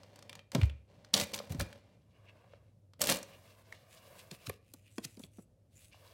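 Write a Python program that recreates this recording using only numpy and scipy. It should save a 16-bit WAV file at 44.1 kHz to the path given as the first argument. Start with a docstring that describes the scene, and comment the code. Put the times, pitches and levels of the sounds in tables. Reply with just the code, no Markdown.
"""A plastic insert scrapes and snaps as hands work it and cards out of a metal card tin, close by.
The insert sticks and slips along the wall, and the sheet metal rings with it; the tin bumps and lands
on the table with a low thump. A card slides free with a fine hiss and is flicked, brushed and tapped
in the fingers. Behind it all: a small room and a faint mains hum."""
import sys
import numpy as np
from scipy import signal
from scipy.fft import rfft, irfft
from scipy.io import wavfile
from scipy.ndimage import uniform_filter1d, map_coordinates

SR = 44100
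rng = np.random.default_rng(int(sys.argv[2]) if len(sys.argv) > 2 else 0)


def log_audio(samples):
    """Write samples as a 16-bit WAV file to the path given in sys.argv[1]."""
    # one column per channel
    frames = np.atleast_2d(samples).T
    # limit to full scale, then quantise
    limited = np.clip(frames, -1, 1)
    pcm = np.round(limited * 32767).astype(np.int16)
    wavfile.write(sys.argv[1], SR, pcm)


N = 270333
T = np.arange(N) / SR
SOUND_M_S = 343


def amp(db):
    """Decibels to gain."""
    return 10 ** (np.asarray(db) / 20)


def unit(x):
    """Scale to rms 1."""
    return x / np.sqrt(np.mean(x ** 2))


def colour(x, points):
    """Shape by (f/Hz, level/dB) points; rms 1."""
    hz, db = np.transpose(points)
    log_hz = np.log(np.fft.rfftfreq(N, 1 / SR) + 1)
    return unit(irfft(rfft(x) * amp(np.interp(log_hz, np.log(hz), db)), N))


def band(x, hz, q):
    """Two-pole resonance, gain 1 at the centre."""
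    w = 2 * np.pi * hz / SR
    a = np.sin(w) / (2 * q)
    return signal.lfilter([a, 0, -a], [1 + a, -2 * np.cos(w), 1 - a], x)


def muffle(x, hz):
    """One-pole low-pass."""
    return signal.sosfilt(signal.butter(1, hz, fs=SR, output="sos"), x)


def fade(t, t60_s):
    """Exponential decay."""
    return np.exp(-np.log(1000) * t / t60_s)


def walk(rate_hz):
    """Random wander, spread near 1."""
    step = int(SR / rate_hz)
    return uniform_filter1d(np.repeat(rng.standard_normal(N // step + 1), step), step)[:N]


def add(out, start_s, x):
    """Mix x into out."""
    i = max(int(start_s * SR), 0)
    out[i:i + len(x)] += x[:N - i]


def burst(envelope, hz, q, body):
    """Crackle with the envelope's energy: a resonance (Q capped) plus a broader body."""
    q = min(q, 3.5)
    broad = band(rng.choice([-1., 1.], len(envelope)) * envelope, hz, q)
    crackle = band(broad, hz, q) + body * broad
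    return crackle * np.sqrt(np.sum(envelope ** 2) / np.sum(crackle ** 2))


def friction(per_s, spread_db, hiss):
    """Stick-slip grains of unequal size over smooth hiss."""
    grains = (rng.random(N) < per_s / SR) * rng.choice([-1., 1.], N)
    sizes = amp(spread_db * np.minimum(rng.exponential(size=N), 4))
    return unit(grains * sizes) + hiss * rng.standard_normal(N)


def stroke(start_s, length_s, exponent):
    """Loudness as a power of hand speed, from rest to rest."""
    speed = np.sin(np.pi * np.clip((T - start_s) / length_s, 0, 1))
    return np.maximum(speed, 0) ** exponent


# room air spectrum: f/Hz, level/dB
AIR_SPECTRUM = [(30, -40.5), (50, -14.5), (105, -5.5), (220, -18), (420, -27), (560, -22), (850, -38),
                (1600, -46), (11000, -51), (16000, -60)]

def background():
    """Still room air and a wavering mains hum."""
    air = colour(rng.standard_normal(N), AIR_SPECTRUM) * amp(-66.5 + walk(15))
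    hum = amp(-65) * np.sin(2 * np.pi * 100.4 * T + 1.4 * walk(6.5)) * amp(2 * walk(10))
    return air + hum


# pushes on the insert: t/s, hold/s, level/dB
PUSHES = [(-.04, .43, -62), (0.526, 0.13, -53), (0.875, 0.87, -65), (1.133, 0.079, -39), (1.266, .06, -56),
          (1.332, 0.013, -43), (1.366, 0.11, -58), (1.493, 0.032, -50.5), (1.562, .04, -58),
          (1.594, 0.01, -44), (1.647, 0.13, -59.5), (1.776, 0.18, -68.5), (2.991, 0.029, -54),
          (3.005, .032, -38), (3.065, 0.034, -36.5), (3.085, 0.034, -32.5)]

def push_force(release_s=.027, creep_s=.19, creep_db=-23.5):
    """Each push grips, holds, lets go and creeps on; long pushes grip gently."""
    power = 0
    for start_s, hold_s, db in PUSHES:
        grip_s = .0017 + .013 * hold_s
        grip = 1 - np.exp(-np.maximum(T - start_s, 0) / grip_s)
        after_s = np.maximum(T - start_s - hold_s, 0)
        release = np.exp(-after_s / release_s) + amp(creep_db) * np.exp(-after_s / creep_s)
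        power += (amp(db) * grip * release) ** 2
    return np.sqrt(power)


# judder spectrum: f/Hz, level/dB
JUDDER_SPECTRUM = [(35, -43.5), (60, -13.5), (207, -1), (363, -11), (585, -1), (698, -5.5), (1000, -9.5),
                   (1310, -17), (1780, -13.5), (4750, -12), (9790, -20.5), (16000, -25)]

def scrape(force, bite_db=-50, treble_floor=.065, catches_per_s=300, catch_s=.0011):
    """The insert judders along the tin wall; pressed harder, it brightens and catches."""
    slips = friction(per_s=3500, spread_db=3, hiss=.5)
    judder = colour(slips, JUDDER_SPECTRUM) * amp(2 * walk(170))
    dull = muffle(judder, hz=1702)
    onsets = rng.random(N) < catches_per_s / SR
    sizes = amp(4 * np.minimum(rng.standard_normal(N), 2))
    decays = signal.lfilter([1], [1, -np.exp(-1 / (catch_s * SR))], onsets * sizes)
    catches = unit(band(decays * rng.standard_normal(N), hz=5000, q=.27))
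    bite = force ** 2 / (force ** 2 + amp(bite_db) ** 2)
    treble = (treble_floor + (1 - treble_floor) * bite) * (judder - dull)
    return (dull + treble + amp(-1) * bite * catches) * force


# wall and floor modes: f/Hz, relative level/dB, free t60/s
TIN_MODES = [(215, -15, 0.3), (565, -12, 0.3), (587.4, -2.5, 0.29), (614, -3, 0.5), (2424, -2, 0.36),
             (2850, 0, 0.11), (3250, 1, 0.09), (3750, -1, 0.086), (4480, 1.5, 0.1), (4880, -1.5, 0.14),
             (8450, -5, .16)]

def tin_ring(drive, held_t60_s=.32, detune=.013):
    """Hand-damped sheet metal rings; near-alike panels split each mode into a beating cluster."""
    t = T[:SR * 3 // 4]
    ring = 0
    for hz, db, t60_s in TIN_MODES:
        ratios = 1 + detune * (np.arange(-1, 2) + rng.uniform(-.5, .5, 3))
        cluster = np.sin(2 * np.pi * hz * np.outer(ratios, t)).sum(axis=0)
        ring += amp(db) * fade(t, min(t60_s, held_t60_s)) * cluster
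    return amp(-56.5) * signal.fftconvolve(drive, ring)[:N]


# insert catching on the tin: t/s, level/dB, f/Hz, Q
INSERT_SNAPS = [(0.033, -52, 4000, 0.76), (0.159, -51.5, 4740, .5), (0.19, -51, 4200, 0.5),
                (.225, -49, 4600, 1.2), (0.295, -39.5, 2880, 0.66), (0.3289, -42, 2090, 0.47),
                (0.353, -44, 3840, 0.58), (0.3921, -46, 2730, 1.5), (0.518, -40, 2600, 0.33),
                (.549, -26.5, 3000, 0.62), (.614, -31.5, 2530, 1.5), (0.6321, -37, 2280, 1),
                (0.697, -42.5, 2800, 3.7), (1.047, -50, 4520, 1.3), (1.1394, -13.5, 4200, 1.5),
                (1.166, -28, 4200, .8), (1.176, -28, 3380, .7), (1.199, -26.5, 4800, 0.73),
                (1.211, -28, 4170, 1.1), (1.235, -34.5, 4150, 0.83), (1.336, -34.5, 3900, 0.95),
                (1.342, -29.5, 3930, 0.78), (1.378, -40.5, 4200, .6), (1.389, -35, 3100, 0.75),
                (1.547, -49, 4200, .4), (1.602, -31, 1500, 2), (1.609, -31.5, 4500, 0.59),
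                (1.728, -47, 2200, 0.39), (2.935, -56, 3600, .9), (3.016, -19, 7000, 0.6),
                (3.039, -29.5, 6000, 0.68), (3.058, -33, 6500, 1.0), (3.092, -26, 2570, 0.6),
                (3.098, -22, 5470, 0.33), (3.11, -28.5, 6000, 0.53), (3.127, -33, 5000, .5),
                (3.168, -38, 7400, 1.7), (3.229, -40, 6850, 1.1)]

def snaps(force, light_ms=2.4, pressed_ms=4.28, midway_db=-51):
    """Thin plastic lets go with a crack and a dull wall knock; under pressure it rattles longer."""
    out, t = np.zeros(N), T[:SR // 10]
    onset = 1 - np.exp(-t / .00015)
    for start_s, db, hz, q in INSERT_SNAPS:
        pressure = force[int(start_s * SR):][:SR // 100].max()
        decay_ms = light_ms + (pressed_ms - light_ms) * pressure / (pressure + amp(midway_db))
        envelope = onset * np.exp(-1000 * t / decay_ms)
        knock_db = (db - 56.5) / 2  # grows half as fast as the crack
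        knock = amp(knock_db) * burst(envelope, hz=1030, q=1, body=.5)
        crack = amp(db) * burst(envelope, hz, q, body=.5)
        add(out, start_s, crack + knock)
    return out


# tin and the packs in it bumping: t/s, level/dB, f/Hz
TIN_BUMPS = [(.548, -26, 262), (.551, -23.5, 150), (0.58, -27.5, 129), (0.553, -29, 626), (1.145, -37, 233),
             (1.214, -41.5, 108), (1.401, -36, 600), (1.502, -32.5, 99.7), (1.547, -35, 161),
             (1.581, -37, 72), (1.599, -33.5, 563), (1.605, -34.5, 105), (2.441, -56.5, 599),
             (2.535, -48, 550), (3.018, -34, 596)]

def bumps(contacts, sag=.35):
    """Padded contact: a damped low note that sinks as the pad spreads, plus a dull rattle."""
    out, t = np.zeros(N), T[:SR // 5]
    for start_s, db, hz in contacts:
        cycles = t * hz
        envelope = cycles * np.exp(1 - cycles)
        pitch_hz = hz * (1 + sag * (2 * np.exp(-cycles / 2) - 1))
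        note = envelope * np.sin(2 * np.pi * np.cumsum(pitch_hz) / SR)
        rattle = amp(-8.5) * burst(envelope, 1.37 * hz, q=.82, body=.022)
        add(out, start_s, amp(db) * (note + rattle))
    return out


# tin set down: t/s, level/dB, f/Hz, pulse width/s
LANDING = (.637, -15.5, 96, .0075)
# table top mode: f/Hz, level/dB, t60/s
TABLE_MODE = (70, -22, .27)

def thump():
    """The tin's weight lands; the table top booms on."""
    peak_s, db, hz, width_s = LANDING
    boom_hz, boom_db, t60_s = TABLE_MODE
    t = T - peak_s
    impact = amp(db) * np.exp(-.5 * (t / width_s) ** 2) * np.cos(2 * np.pi * hz * t)
    after_s = np.maximum(t, 0)
    envelope = (1 - np.exp(-after_s / width_s)) * fade(after_s, t60_s)
    return impact + amp(boom_db) * envelope * np.cos(2 * np.pi * boom_hz * after_s)


# held card's modes: f/Hz, width/Hz, level/dB
CARD_MODES = [(2650, 470, 5), (3700, 2100, -0.5), (4940, 210, -5.5), (9300, 12000, -8)]

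def card_modes(drive, max_q=22):
    """The card resonates: one signal per mode."""
    return [amp(db) * band(drive, hz, min(hz / width_hz, max_q)) for hz, width_hz, db in CARD_MODES]


def tin_reflection(x, detour_m=.6, wander=.03):
    """Direct sound plus a dull reflection; the hollow peaks shift with the hand. Rms 1."""
    lag_s = detour_m * (1 + wander * walk(7)) / SOUND_M_S
    reflected = map_coordinates(muffle(x, hz=1800), [(T - lag_s) * SR], order=1, mode="mirror")
    return unit(x + amp(-4) * reflected)


# sliding hiss spectrum: f/Hz, level/dB
HISS_SPECTRUM = [(90, -28.5), (170, 0.5), (400, -3.5), (570, 1), (760, -0.5), (1400, -7.5), (2500, -11),
                 (6000, -17), (16000, -10.5)]
# card-on-card strokes: t/s, length/s, level/dB, speed exponent, cutoff/Hz
CARD_SLIDES = [(1.953, 0.82, -63, 1.7, 2163), (3.117, 0.51, -60.5, 0.22, 10400),
               (3.613, 0.29, -62, 0.46, 7000), (3.862, 0.68, -59.5, .45, 11000),
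               (5.889, 0.4, -60, 0.91, 11000)]

def slide():
    """Smooth card hisses; its edge scratches in short patches and ticks over specks."""
    hiss = colour(friction(per_s=3400, spread_db=9, hiss=6.2), HISS_SPECTRUM) * amp(2.6 * walk(45))
    catches = friction(per_s=2500, spread_db=3, hiss=.5)
    scratches = unit(sum(mode * amp(9.5 * walk(22)) for mode in card_modes(catches)[:3]))
    specks = unit(sum(card_modes(friction(per_s=41, spread_db=4, hiss=0))))
    rub = tin_reflection(hiss + amp(-4) * scratches + amp(-19) * specks)
    return sum(amp(db) * stroke(start_s, length_s, exponent) * muffle(rub, cutoff_hz)
               for start_s, length_s, db, exponent, cutoff_hz in CARD_SLIDES)


# card edge off a finger: t/s, level/dB, f/Hz, swell/ms, Q, reflection detour/m
CARD_FLICKS = [(3.725, -38, 1926, 0.76, 6.9, 0.352), (4.314, -40, 3070, 1.9, 0.82, 0.4),
               (4.471, -39, 3250, 4.6, 0.57, 0.26), (4.4973, -34.5, 1600, 0.6, 3, .57),
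               (4.495, -36, 10630, 0.45, 3.8, 0.23), (4.738, -42.5, 8000, 0.85, 0.61, 0.42),
               (4.982, -34, 1760, 0.25, 0.62, 0.41), (5.051, -36, 4400, 7.2, 0.56, 0.54),
               (5.171, -54.5, 3400, 0.46, 0.84, 0.44), (5.195, -50.5, 6600, 0.77, 0.8, 0.48),
               (5.238, -44.5, 3470, 1.5, 3, 0.3)]

def flicks(stop_s=.002, reflection_db=-3.5):
    """The edge drags, slips off and stops short; a reflection off the tin makes it hollow."""
    out, lead = np.zeros(N), SR // 25
    t = T[:2 * lead] - T[lead]
    reflection = amp(reflection_db)
    for peak_s, db, hz, swell_ms, q, detour_m in CARD_FLICKS:
        envelope = np.exp(np.minimum(1000 * t / swell_ms, -t / stop_s))
        flick = amp(db) * burst(envelope, hz, q, body=2.9) / np.hypot(1, reflection)
        start_s = peak_s - T[lead]
        add(out, start_s, flick)
        add(out, start_s + detour_m / SOUND_M_S, reflection * flick)
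    return out


# fingers brushing the card: middle t/s, length/s, face level/dB, edge level/dB
FINGER_SWISHES = [(3.932, 0.1, -63, -69), (4.196, 0.053, -59.5, -66), (4.339, 0.079, -57.5, -79),
                  (4.47, 0.25, -61, -88), (4.71, 0.23, -75.5, -89), (4.924, 0.55, -77.5, -81.5),
                  (5.08, 0.53, -73.5, -75), (5.231, 0.089, -70, -62), (5.383, 0.16, -73, -69.5),
                  (5.816, 0.24, -67.5, -68.5)]

def swishes(edge_hz=7900, spread_octaves=.4):
    """Skin brushes the card and its edge whistles; resonances flicker as the grip shifts."""
    rub = friction(per_s=1600, spread_db=7, hiss=1)
    face = unit(sum(mode * amp(5 * walk(20)) for mode in card_modes(rub)))
    whistles = 0
    for octaves in spread_octaves * np.linspace(-1, 1, 7):
        taper = 4 ** -abs(octaves)
        whistles += taper * band(rub, edge_hz * 2 ** octaves, q=20) * amp(6.5 * walk(24))
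    edge = unit(whistles)
    out = np.zeros(N)
    for middle_s, length_s, face_db, edge_db in FINGER_SWISHES:
        swell = stroke(middle_s - length_s / 2, length_s, exponent=1.6)
        out += swell * (amp(face_db) * face + amp(edge_db) * edge)
    return out


# fingertips on the card: t/s, level/dB, f/Hz
FINGER_TAPS = [(4.316, -42, 176), (4.476, -39, 112), (4.497, -32, 485), (4.739, -48, 313),
               (4.981, -33, 263), (5.05, -46.5, 154), (5.173, -47.5, 229), (5.196, -42, 249),
               (5.236, -48.5, 179), (5.384, -43.5, 217), (5.944, -53, 790)]

def taps():
    """Fingertips press on the held card as padded contacts."""
    return bumps(FINGER_TAPS)


def room(x):
    """Small furnished room: a short diffuse tail, treble dying first."""
    t = T[:SR // 2]
    noise = rng.standard_normal(len(t)) * (1 - np.exp(-t / .00019))
    mids = band(noise, hz=700, q=.24) * fade(t, t60_s=.42)
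    treble = amp(-2) * band(noise, hz=4800, q=.2) * fade(t, t60_s=.14)
    tail = unit(mids + treble) / np.sqrt(len(t))
    return amp(-15.5) * signal.fftconvolve(x, tail)[:N]


def scene():
    """Insert and bumps drive the tin; the card, being close, stirs the room less."""
    force = push_force()
    insert = snaps(force) + scrape(force)
    knocks = bumps(TIN_BUMPS)
    tin = insert + knocks + tin_ring(insert + amp(-5.5) * knocks) + thump()
    card = flicks() + taps() + slide() + swishes()
    return (tin + card + room(tin + amp(-4) * card) + background())[None]


def record(dry, low_hz=35, top_hz=16000):
    """The microphone drops the deepest bass and the very top."""
    dry = signal.sosfilt(signal.butter(2, low_hz, "high", fs=SR, output="sos"), dry)
    return signal.sosfilt(signal.ellip(8, .2, 70, top_hz, fs=SR, output="sos"), dry)


dry = scene()
out = record(dry)
log_audio(out)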